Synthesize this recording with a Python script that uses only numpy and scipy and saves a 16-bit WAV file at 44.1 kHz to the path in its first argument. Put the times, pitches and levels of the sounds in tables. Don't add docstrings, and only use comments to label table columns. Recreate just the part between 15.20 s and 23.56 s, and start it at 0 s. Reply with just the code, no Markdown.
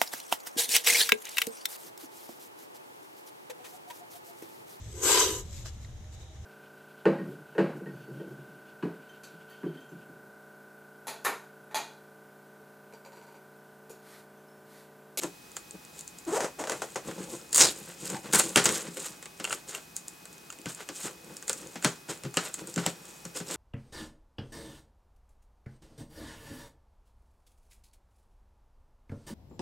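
import sys
import numpy as np
from scipy import signal
from scipy.fft import rfft, irfft
from scipy.io import wavfile

SR = 44100
rng = np.random.default_rng(int(sys.argv[2]) if len(sys.argv) > 2 else 0)


def log_audio(samples):
    frames = np.atleast_2d(samples).T
    limited = np.clip(frames, -1, 1)
    pcm = np.round(limited * 32767).astype(np.int16)
    wavfile.write(sys.argv[1], SR, pcm)


N = 368667
TIME = np.arange(N) / SR
AIR_DB = -52.5

# (time [s], crack [dB], cardboard ring [dB], thud [dB], thud pitch [Hz])
JOLTS = [(0.0348, -17.5, -40, -38.5, 337), (3.3598, 0.5, -21.5, -29, 315), (3.456, -6, -20.5, -43, 498),
         (3.491, -12, -30, -38.5, 478.5), (3.676, -38, -45.5, -41, 193), (3.7704, -20.5, -40, -42, 405),
         (4.1994, -26, -36.5, -50, 331), (5.3878, -36, -58, -53.5, 334), (5.4579, -23, -36.5, -36, 150),
         (5.689, -22, -37.5, -47.5, 340), (6.2948, -26, -34.5, -49.5, 498), (6.557, -28, -38, -46, 222),
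         (6.6466, -4.5, -21, -26.5, 172), (7.0357, -27, -44, -39, 110), (7.0507, -32, -40.5, -30.5, 145),
         (7.1708, -8.5, -22.5, -36.5, 288), (7.5607, -19, -41, -30, 215), (7.5779, -26, -29.5, -33, 169),
         (7.6633, -9, -28, -35.5, 174), (8.0514, -32, -44, -43, 156), (8.1519, -42, -41, -46, 387),
         (8.2017, -35, -39.5, -38, 190)]
# (frequency [Hz], level [dB])
TAPE_TONE = [(1200, -20), (2000, -12), (3300, -11.5), (4600, -3.5), (5800, -9), (6900, 6), (8500, 1.5),
             (11000, -8.5), (15500, -38)]
# (frequency [Hz], level [dB])
SCRATCH_TONE = [(1800, -19), (2800, -8.5), (4200, -7.5), (5800, -9), (6900, 1), (8600, -1), (10500, -14.5),
                (13400, -16.5), (16000, -28)]
# (frequency [Hz], level [dB])
BOARD_TONE = [(100, -11), (170, 0), (260, -3), (420, -0.5), (650, -2.5), (1100, -3), (1450, -0.5),
              (2100, -6), (2900, -7.5), (4200, -9), (7500, -9.5), (14000, -45)]
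# (frequency [Hz], level [dB])
RASP_TONE = [(400, 4.5), (750, 1), (1500, 4), (2200, -1.5), (3000, -2), (6000, -11)]


def from_db(db):
    return 10 ** (np.asarray(db) / 20)


def rms_one(x):
    return x / np.sqrt(np.mean(x ** 2) + 1e-20)


def add(track, s, sound):
    at = max(0, round(s * SR))
    track[at:at + len(sound)] += sound[:max(0, N - at)]


def low_pass(x, hz):
    return signal.sosfilt(signal.butter(2, hz, fs=SR, output="sos"), x)


def high_pass(x, hz):
    return signal.sosfilt(signal.butter(2, hz, "high", fs=SR, output="sos"), x + 1e-18)


def coloured(x, tone, size=4096):
    hz, db = np.transpose(tone)
    octave = np.log2(np.maximum(np.arange(size // 2 + 1), .5) * SR / size)
    points = np.log2(hz)
    beyond = np.abs(octave - np.clip(octave, points[0], points[-1]))
    gain = from_db(np.interp(octave, points, db) - 20 * beyond)
    cepstrum = irfft(np.log(gain))
    response = irfft(np.exp(rfft(2 * cepstrum[:size // 2], size)))
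    return signal.oaconvolve(x, response / np.linalg.norm(response))[:N]


def ring(clicks, hz, t60):
    keep, angle = from_db(-60 / (t60 * SR)), 2 * np.pi * hz / SR
    return signal.lfilter([.5, 0, -.5], [1, -2 * keep * np.cos(angle), keep * keep], clicks + 1e-18)


def drift(per_s):
    points = rng.standard_normal(N // 20)
    return np.interp(TIME * per_s, np.arange(len(points)), rms_one(points))


def burst(t60):
    noise = rng.standard_normal(SR // 2)
    return noise * from_db(-60 * TIME[:len(noise)] / t60)


def lead_in(length_s, rise_db=14):
    count = int(length_s * SR)
    return rng.standard_normal(count) * from_db(np.linspace(-rise_db, 0, count))


def leaking(energy, t60):
    keep = 10 ** (-6 / (t60 * SR))
    return np.sqrt(signal.lfilter([1 - keep], [1, -keep], energy + 1e-18))


def dying_noise(energy, t60):
    return leaking(energy, t60) * rng.standard_normal(N)


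def grains(per_s, spread_db):
    sizes = from_db(spread_db * np.minimum(rng.exponential(1, N), 5))
    return rms_one((rng.random(N) < per_s / SR) * sizes * rng.standard_normal(N))


def whine(hz, db):
    return from_db(db) * np.sqrt(2) * np.sin(2 * np.pi * (hz * TIME + 0.067 * drift(12)))


def background(air_db=-1.0, late_start_s=7.1):
    # (frequency [Hz], level [dB])
    air_tone = [(15, -30), (25, -35), (59, -6), (97, -13), (166, 0.5), (206, -5), (335, -4), (560, -10),
                (624, -11), (818, -11), (1560, -13), (2480, -16.5), (2690, -16.5), (5570, -15),
                (16000, -21.5)]
    # (pitch [Hz], level [dB])
    hum = [(176, -70.5), (840, -71), (2518, -64)]
    late = np.clip((TIME - late_start_s) * 10, 0, 1) * whine(hz=5598, db=-67)
    tones = sum(whine(hz, db) for hz, db in hum) + whine(hz=7500, db=-74.5) + late
    return from_db(AIR_DB + air_db) * coloured(rng.standard_normal(N), air_tone) + tones


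def room(x, echo_db=-12, t60=0.21, build_s=0.0009):
    tail = burst(t60) * (1 - np.exp(-TIME[:SR // 2] / build_s))
    return from_db(echo_db) * signal.oaconvolve(x, tail / np.linalg.norm(tail))[:N]


def thuds(thud_db=3, focus_db=12, scatter_db=2.5, lag_s=0.00283, soft_hz=600):
    # (pitch [Hz], level [dB], t60 [s])
    box_notes = [(58, -15, 0.22), (125, -1, 0.11), (145.6, 2, 0.084), (169.7, 2, 0.16), (235, 0.5, 0.1),
                 (294, 4.5, 0.17), (343, 0, 0.14), (405, 2, 0.19), (520, 8, 0.11)]
    s, _, _, level_db, pitch_hz = np.transpose(JOLTS)
    boom = np.zeros(N)
    for k, (hz, note_db, t60) in enumerate(box_notes):
        octaves_off = np.minimum(np.abs(np.log2(hz / pitch_hz)), 1.5)
        hit_db = level_db + note_db - focus_db * octaves_off + scatter_db * rng.standard_normal(len(s))
        clicks = np.zeros(N)
        clicks[((s + lag_s) * SR).astype(int)] = from_db(hit_db)
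        boom += (-1) ** k * ring(clicks, hz, t60)
    return from_db(thud_db) * low_pass(boom, soft_hz)


def knocks(crack_db=-5, crack_t60=0.0084, board_t60=0.13, drag_db=-15, drag_s=0.021):
    # (frequency [Hz], level [dB])
    crack_tone = [(300, 5), (800, 5.5), (1600, 0.5), (3000, 4.5), (4400, -5.5), (7500, 10.5), (11000, -5),
                  (16000, -12)]
    crack, board = np.zeros((2, N))
    for s, hit_db, ring_db, _, _ in JOLTS:
        add(crack, s - drag_s, from_db(ring_db + drag_db) * lead_in(drag_s))
        add(crack, s, from_db(hit_db + crack_db) * burst(crack_t60))
        add(board, s, from_db(ring_db) * burst(board_t60))
    return coloured(crack, crack_tone) + coloured(board, BOARD_TONE)


def scissor_clinks(steel_db=-1, contact_t60=0.0029, focus_db=8):
    # (time [s], level [dB], favoured pitch [Hz])
    jars = [(2.871, -42, 1500), (3.358, -16, 1900), (3.373, -21, 1800), (4.198, -39, 1000),
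            (4.243, -31, 3300), (4.25, -29, 2000), (4.307, -27, 1400), (4.327, -23, 1400),
            (4.549, -31, 2000), (5.302, -40, 1600), (6.65, -18.5, 1460), (7.171, -19, 1700)]
    # (pitch [Hz], level [dB], t60 [s])
    steel_notes = [(842, -6.5, 0.022), (1333, 1.5, 0.019), (1610, -7, 0.0099), (2230, -11, 0.028),
                   (2760, 6.5, 0.019), (3140, 4.5, 0.015), (4080, 0, 0.012), (4880, -11, 0.014)]
    contacts = np.zeros((len(steel_notes), N))
    for s, level_db, pitch_hz in jars:
        grate = burst(contact_t60)
        grate /= np.linalg.norm(grate)
        for track, (hz, _, _) in zip(contacts, steel_notes):
            add(track, s, from_db(level_db - focus_db * abs(np.log2(hz / pitch_hz))) * grate)
    return sum((-1) ** k * from_db(steel_db + db) * ring(contacts[k], hz, t60)
               for k, (hz, db, t60) in enumerate(steel_notes))


def faint_ticks(per_s=8, level_db=-44, spread_db=7.0, t60=0.007):
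    fires = rng.random(N) < per_s / SR
    snaps = fires * from_db(level_db + spread_db * np.clip(rng.standard_normal(N), -2, 1.5))
    loudness = signal.lfilter([1], [1, -from_db(-60 / (t60 * SR))], snaps + 1e-18)
    return coloured(loudness * rng.standard_normal(N), TAPE_TONE)


def film_ring(hz, t60, width_hz=900):
    quiver = rms_one(low_pass(rng.standard_normal(SR // 20), width_hz))
    t = TIME[:len(quiver)]
    return np.sqrt(2) * quiver * np.sin(2 * np.pi * hz * t) * from_db(-60 * t / t60)


def ticks(edge_db=-1, snap_db=-8, note_db=-10, flutter_db=-23, board_db=-2,
          strain_db=-26, strain_s=0.011, film_hz=7390, scatter_octaves=0.099):
    # (time [s], level [dB], cardboard ring [dB])
    snaps = [(0.3669, -18, -34.5), (0.7918, -24, -66), (0.809, -27, -64), (0.8774, -26.5, -54),
             (0.986, -27, -64), (1.497, -17, -32.5), (1.519, -23, -42), (2.3294, -10, -39),
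             (2.3464, -4, -36), (2.354, -9, -35), (2.359, -1.5, -29), (2.372, -5, -40), (2.3797, -1, -23.5),
             (2.8548, -19, -54), (2.9002, -18, -39), (3.127, -13, -30), (3.1936, -6, -53),
             (3.292, -22, -50), (3.6078, -24, -43), (4.0266, -27, -41.5), (4.0572, -28, -38),
             (4.243, -17, -32), (4.251, -22, -34), (4.2745, -29, -34.5), (4.3276, -15.5, -30.5),
             (4.5487, -23, -50), (4.7654, -15, -49), (4.882, -24, -52), (5.055, -30.5, -47.5),
             (5.1284, -31, -55), (5.303, -27, -52), (5.3255, -30.5, -44), (5.5479, -26.5, -60),
             (6.168, -24, -62), (6.2255, -27, -43.5), (6.28, -16, -38), (6.2955, -9, -31), (6.33, -17, -42),
             (6.625, -25, -39), (7.1418, -25, -40), (7.3414, -15, -39.5), (7.4725, -25.5, -47),
             (7.5405, -24, -54), (8.0525, -24, -49), (8.311, -20, -53)]
    edges, film, board, notes = np.zeros((4, N))
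    for s, level_db, ring_db in snaps:
        hz = film_hz * 2 ** (scatter_octaves * rng.standard_normal())
        edges[round(s * SR)] = from_db(level_db + edge_db)
        add(film, s - strain_s, from_db(level_db + strain_db) * lead_in(strain_s))
        add(film, s, from_db(level_db + snap_db) * burst(t60=0.0075))
        add(film, s, from_db(level_db + flutter_db) * burst(t60=0.12))
        add(notes, s, from_db(level_db + note_db) * film_ring(hz, t60=0.012))
        add(board, s, from_db(ring_db + board_db) * burst(t60=0.058))
    return high_pass(edges, hz=5000) + coloured(film, TAPE_TONE) + notes + coloured(board, RASP_TONE)


def short_creak(s, hold_s, per_s, db, roughness, attack_s=.018, release_s=.08, depth_db=35):
    shape = [(s - attack_s, db - depth_db), (s, db),
             (s + hold_s, db), (s + hold_s + release_s, db - depth_db)]
    return [(at, per_s, level_db, roughness) for at, level_db in shape]


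def follow(curves):
    rows = np.array([row for curve in curves for row in curve])
    during = sum((TIME >= curve[0][0]) & (TIME <= curve[-1][0]) for curve in curves)
    return [np.interp(TIME, rows[:, 0], column) for column in rows.T[1:]], during


def stick_slip(cycles, per_s, roughness, uneven_db=4.5):
    slipped = np.diff(np.floor(cycles), prepend=0)
    sizes = from_db(uneven_db * roughness * np.clip(rng.standard_normal(N), -2, 1.5))
    return slipped * rms_one(sizes) * np.sqrt(SR / per_s)


def creaks(groan_db=-1, sizzle_db=-17, smooth_db=-11, ring_db=-1, slip_db=-7, tail_db=-14):
    # (time [s], slips [1/s], level [dB], roughness [0-1])
    long_creak = [(1.066, 390, -41, .1), (1.082, 312, -27, 0.03), (1.114, 372, -31, 0.32),
                  (1.135, 413, -21, .06), (1.155, 400, -24.5, 0.3), (1.172, 520, -20.5, 0.38),
                  (1.186, 720, -29.5, 0.2), (1.212, 476, -29.5, 0.5), (1.25, 420, -29.5, 0.39),
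                  (1.305, 383, -56, 0.66)]
    # (time [s], hold [s], slips [1/s], level [dB], roughness [0-1])
    short_creaks = [(0.038, 0.005, 320, -28, 0.21), (1.392, .026, 357, -29, 0.31),
                    (2.13, .018, 346, -39, 0.1), (2.41, 0.04, 375, -24, .25),
                    (2.955, 0.013, 780, -40, 0.24)]
    # (time [s], level [dB])
    slips = [(1.205, -16), (1.244, -17.5), (1.439, -21.5), (1.472, -20), (1.496, -16), (1.519, -15.5),
             (1.619, -16.5), (1.758, -16)]
    # (frequency [Hz], level [dB])
    tight_tone = [(120, -11.5), (250, -13), (360, -5), (520, -2), (680, -6), (860, -6), (1400, -11),
                  (1800, -12), (2300, -17.5), (4500, -23.5), (7200, -15.5), (14000, -39)]
    curves = sorted([long_creak] + [short_creak(*row) for row in short_creaks])
    (per_s, level_db, roughness), during = follow(curves)
    level, smoothness = during * from_db(level_db), 1 - roughness
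    cycles = np.cumsum(per_s * np.exp(0.63 * roughness * drift(400))) / SR
    groan = from_db(groan_db) * level * smoothness ** 2 * np.sqrt(2) * np.sin(2 * np.pi * cycles)
    pulses = level * from_db(smooth_db * smoothness ** 2) * stick_slip(cycles, per_s, roughness)
    shake = roughness * pulses + smoothness * low_pass(pulses, hz=1530)
    shake += from_db(ring_db) * dying_noise(pulses ** 2 * roughness, t60=0.041)
    for s, db in slips:
        add(shake, s, from_db(db + slip_db) * burst(t60=0.017))
        add(shake, s, from_db(db + tail_db) * burst(t60=0.15))
    sizzle = from_db(sizzle_db) * level * coloured(grains(per_s=9000, spread_db=2.6), SCRATCH_TONE)
    film = high_pass(coloured(shake, tight_tone), hz=170)
    return groan + sizzle + film


def rips(rise_db=12, fall_db=27, film_t60=0.0018, board_t60=0.042, film_db=-3, flap_db=-2):
    # (start [s], loudest [s], end [s], slips [1/s], tape [dB], cardboard [dB],
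    # first flap pitch [Hz], last flap pitch [Hz])
    tears = [(2.385, 2.408, 2.514, 1980, -15, -24.5, 6900, 3293),
             (3.129, 3.142, 3.22, 1140, -21, -22.5, 9000, 6990),
             (3.184, 3.198, 3.232, 860, -19.5, -25, 10500, 6000),
             (3.358, 3.371, 3.47, 1800, -29.5, -22, 10000, 7790),
             (3.439, 3.459, 3.49, 2000, -22, -30, 8000, 5520),
             (4.294, 4.318, 4.3, 870, -35, -37, 8320, 7030),
             (6.635, 6.645, 6.79, 1700, -38, -37, 8050, 6330)]
    film, board, flap_hz = np.zeros((3, N))
    for start, loudest, end, per_s, tape_db, board_db, first_hz, last_hz in tears:
        gap_luck, size_luck = rng.standard_normal((600, 2)).T
        s = start + np.cumsum(np.exp(.35 * gap_luck)) / per_s
        size_db = np.interp(s, [start, loudest, end], [-rise_db, 0, -fall_db])
        size_db += 7.0 * np.clip(size_luck, -2, 1)
        at, size_db = (s[s < end] * SR).astype(int), size_db[s < end]
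        film[at] += from_db(tape_db + size_db) ** 2 * SR / per_s
        board[at] += from_db(board_db + size_db) ** 2 * SR / per_s
        flap_hz[TIME >= start] = np.interp(TIME[TIME >= start], [start, end], [first_hz, last_hz])
    flutter = low_pass(rng.standard_normal(N) + 1j * rng.standard_normal(N), hz=900)
    flap = rms_one(np.real(flutter * np.exp(2j * np.pi * np.cumsum(flap_hz) / SR)))
    return (from_db(film_db) * coloured(dying_noise(film, film_t60), TAPE_TONE)
            + from_db(flap_db) * leaking(film, film_t60) * flap
            + coloured(dying_noise(board, board_t60), BOARD_TONE))


def push(swell_s, fade_s, build_power=1.52, fade_db=24):
    t = TIME[:SR]
    swell = np.minimum(t / swell_s, 1) ** build_power
    return swell * from_db(-fade_db * np.maximum(t - swell_s, 0) / fade_s)


def blade_strokes(hiss_db=-2, crackle_db=-9, rasp_db=-1, rub_db=-2, chatter_db=3.0):
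    # (fastest at [s], swell [s], fade [s], blade hiss [dB],
    # cardboard rasp [dB], hand rub [dB])
    pushes = [(0.03, .028, 0.048, -36, -44, -46), (0.56, 0.079, 0.036, -62, -65, -49),
              (0.78, 0.074, 0.073, -49.5, -65, -54), (1.572, 0.11, 0.3, -45, -51, -47.5),
              (1.894, 0.069, .12, -43, -44, -35.5), (2.039, 0.1, 0.087, -44.5, -50, -37),
              (2.134, 0.068, 0.13, -42.5, -52.5, -44), (2.394, 0.05, 0.15, -27, -39, -41),
              (2.61, 0.6, 0.15, -53.5, -56, -48), (2.69, 0.081, 0.14, -49.5, -49.5, -56),
              (2.87, 0.12, .14, -36.5, -46.5, -41.5), (2.949, 0.084, 0.061, -44.5, -41, -39),
              (3.049, .025, 0.23, -49, -46, -40.5), (3.24, 0.055, 0.19, -34.5, -45.5, -40.5),
              (3.498, 0.058, 0.24, -29.5, -34, -34.5), (3.789, 0.087, 0.15, -43.5, -55, -55),
              (3.86, .08, 0.13, -41, -45.5, -52), (4.33, 0.11, 0.1, -39.5, -42.5, -46),
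              (4.494, 0.029, 0.051, -40, -46, -51), (4.55, 0.062, .11, -40.5, -45, -66),
              (5.5, 0.047, 0.05, -37.5, -42.5, -57), (5.614, 0.073, 0.049, -46, -44, -74),
              (5.825, 0.13, 0.1, -36.5, -49.5, -58), (5.861, 0.032, 0.1, -45.5, -41, -36.5),
              (6.12, 0.13, 0.17, -55, -56.5, -47), (6.391, 0.15, 0.37, -47, -53, -50),
              (6.897, .018, 0.092, -37, -37, -36.5), (7.255, 0.13, 0.079, -37.5, -39, -53),
              (7.395, .03, .1, -49, -49, -38), (7.49, .04, .1, -46, -56, -46),
              (7.6, 0.049, 0.17, -41, -40.5, -38.5), (7.66, 0.0067, 0.079, -39, -39.5, -46),
              (7.87, 0.15, 0.52, -53.5, -58, -57.5), (8.173, 0.036, 0.043, -32, -46, -38),
              (8.31, 0.065, 0.2, -36.5, -42, -37.5)]
    # (frequency [Hz], level [dB])
    rub_tone = [(29, -30), (50, -17), (92, -29), (130, -6), (172, -0.5), (250, -8), (318, -0.5), (405, -6),
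                (548, -3.5), (611, -20.5), (900, -13), (1170, -19.5), (1980, -120)]
    hiss, rasp, rub = layers = np.zeros((3, N))
    for s, swell_s, fade_s, *layers_db in pushes:
        speed = push(swell_s, fade_s)
        for layer, db in zip(layers, layers_db):
            add(layer, s - swell_s, from_db(db) * speed)
    crackle = rms_one(sum(ring(grains(per_s=40, spread_db=3.0), hz, t60=0.0026)
                          for hz in np.geomspace(5200, 11500, 7)))
    scratch = coloured(grains(per_s=12000, spread_db=2.5), SCRATCH_TONE)
    hiss *= from_db(chatter_db * drift(90))
    hiss *= from_db(hiss_db) * scratch + from_db(crackle_db) * crackle
    rasp *= from_db(rasp_db + chatter_db * drift(90))
    rasp *= coloured(grains(per_s=2500, spread_db=1.5), RASP_TONE)
    rub *= from_db(rub_db + chatter_db * drift(55))
    rub *= coloured(grains(per_s=1300, spread_db=2.5), rub_tone)
    return hiss + rasp + rub


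def scene(left_share=0.1, left_hz=1500, width_db=-10, wide_air_db=-6):
    # (frequency [Hz], level [dB])
    wide_echo_tone = [(100, -12.5), (600, -4), (2000, 0), (4500, 6.5), (7500, 2), (10000, -3.5),
                      (14000, -28)]
    # (frequency [Hz], level [dB])
    wide_air_tone = [(29, -57), (50, -22), (368, -1.5), (442, 2), (495, -7), (667, 1), (4910, -14.5),
                     (7410, -13.5), (12000, -15), (15600, -54), (22000, -120)]
    box = (ticks() + faint_ticks() + knocks() + thuds() + scissor_clinks()
           + rips() + creaks() + blade_strokes())
    mid = box + room(box) + background()
    lean_left = left_share * signal.lfilter(*signal.butter(1, left_hz, fs=SR), mid)
    wide_air = low_pass(coloured(rng.standard_normal(N), wide_air_tone), hz=7000)
    wide_echo = coloured(room(box), wide_echo_tone)
    side = lean_left + from_db(width_db) * wide_echo + from_db(AIR_DB + wide_air_db) * wide_air
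    return np.array([mid + side, mid - side])


def record(dry):
    ceiling, stop_hz = .8, 16800
    rounded = ceiling * np.tanh(dry / ceiling)
    return signal.sosfilt(signal.cheby2(16, 70, stop_hz, fs=SR, output="sos"), rounded)


dry = scene()
out = record(dry)
log_audio(out)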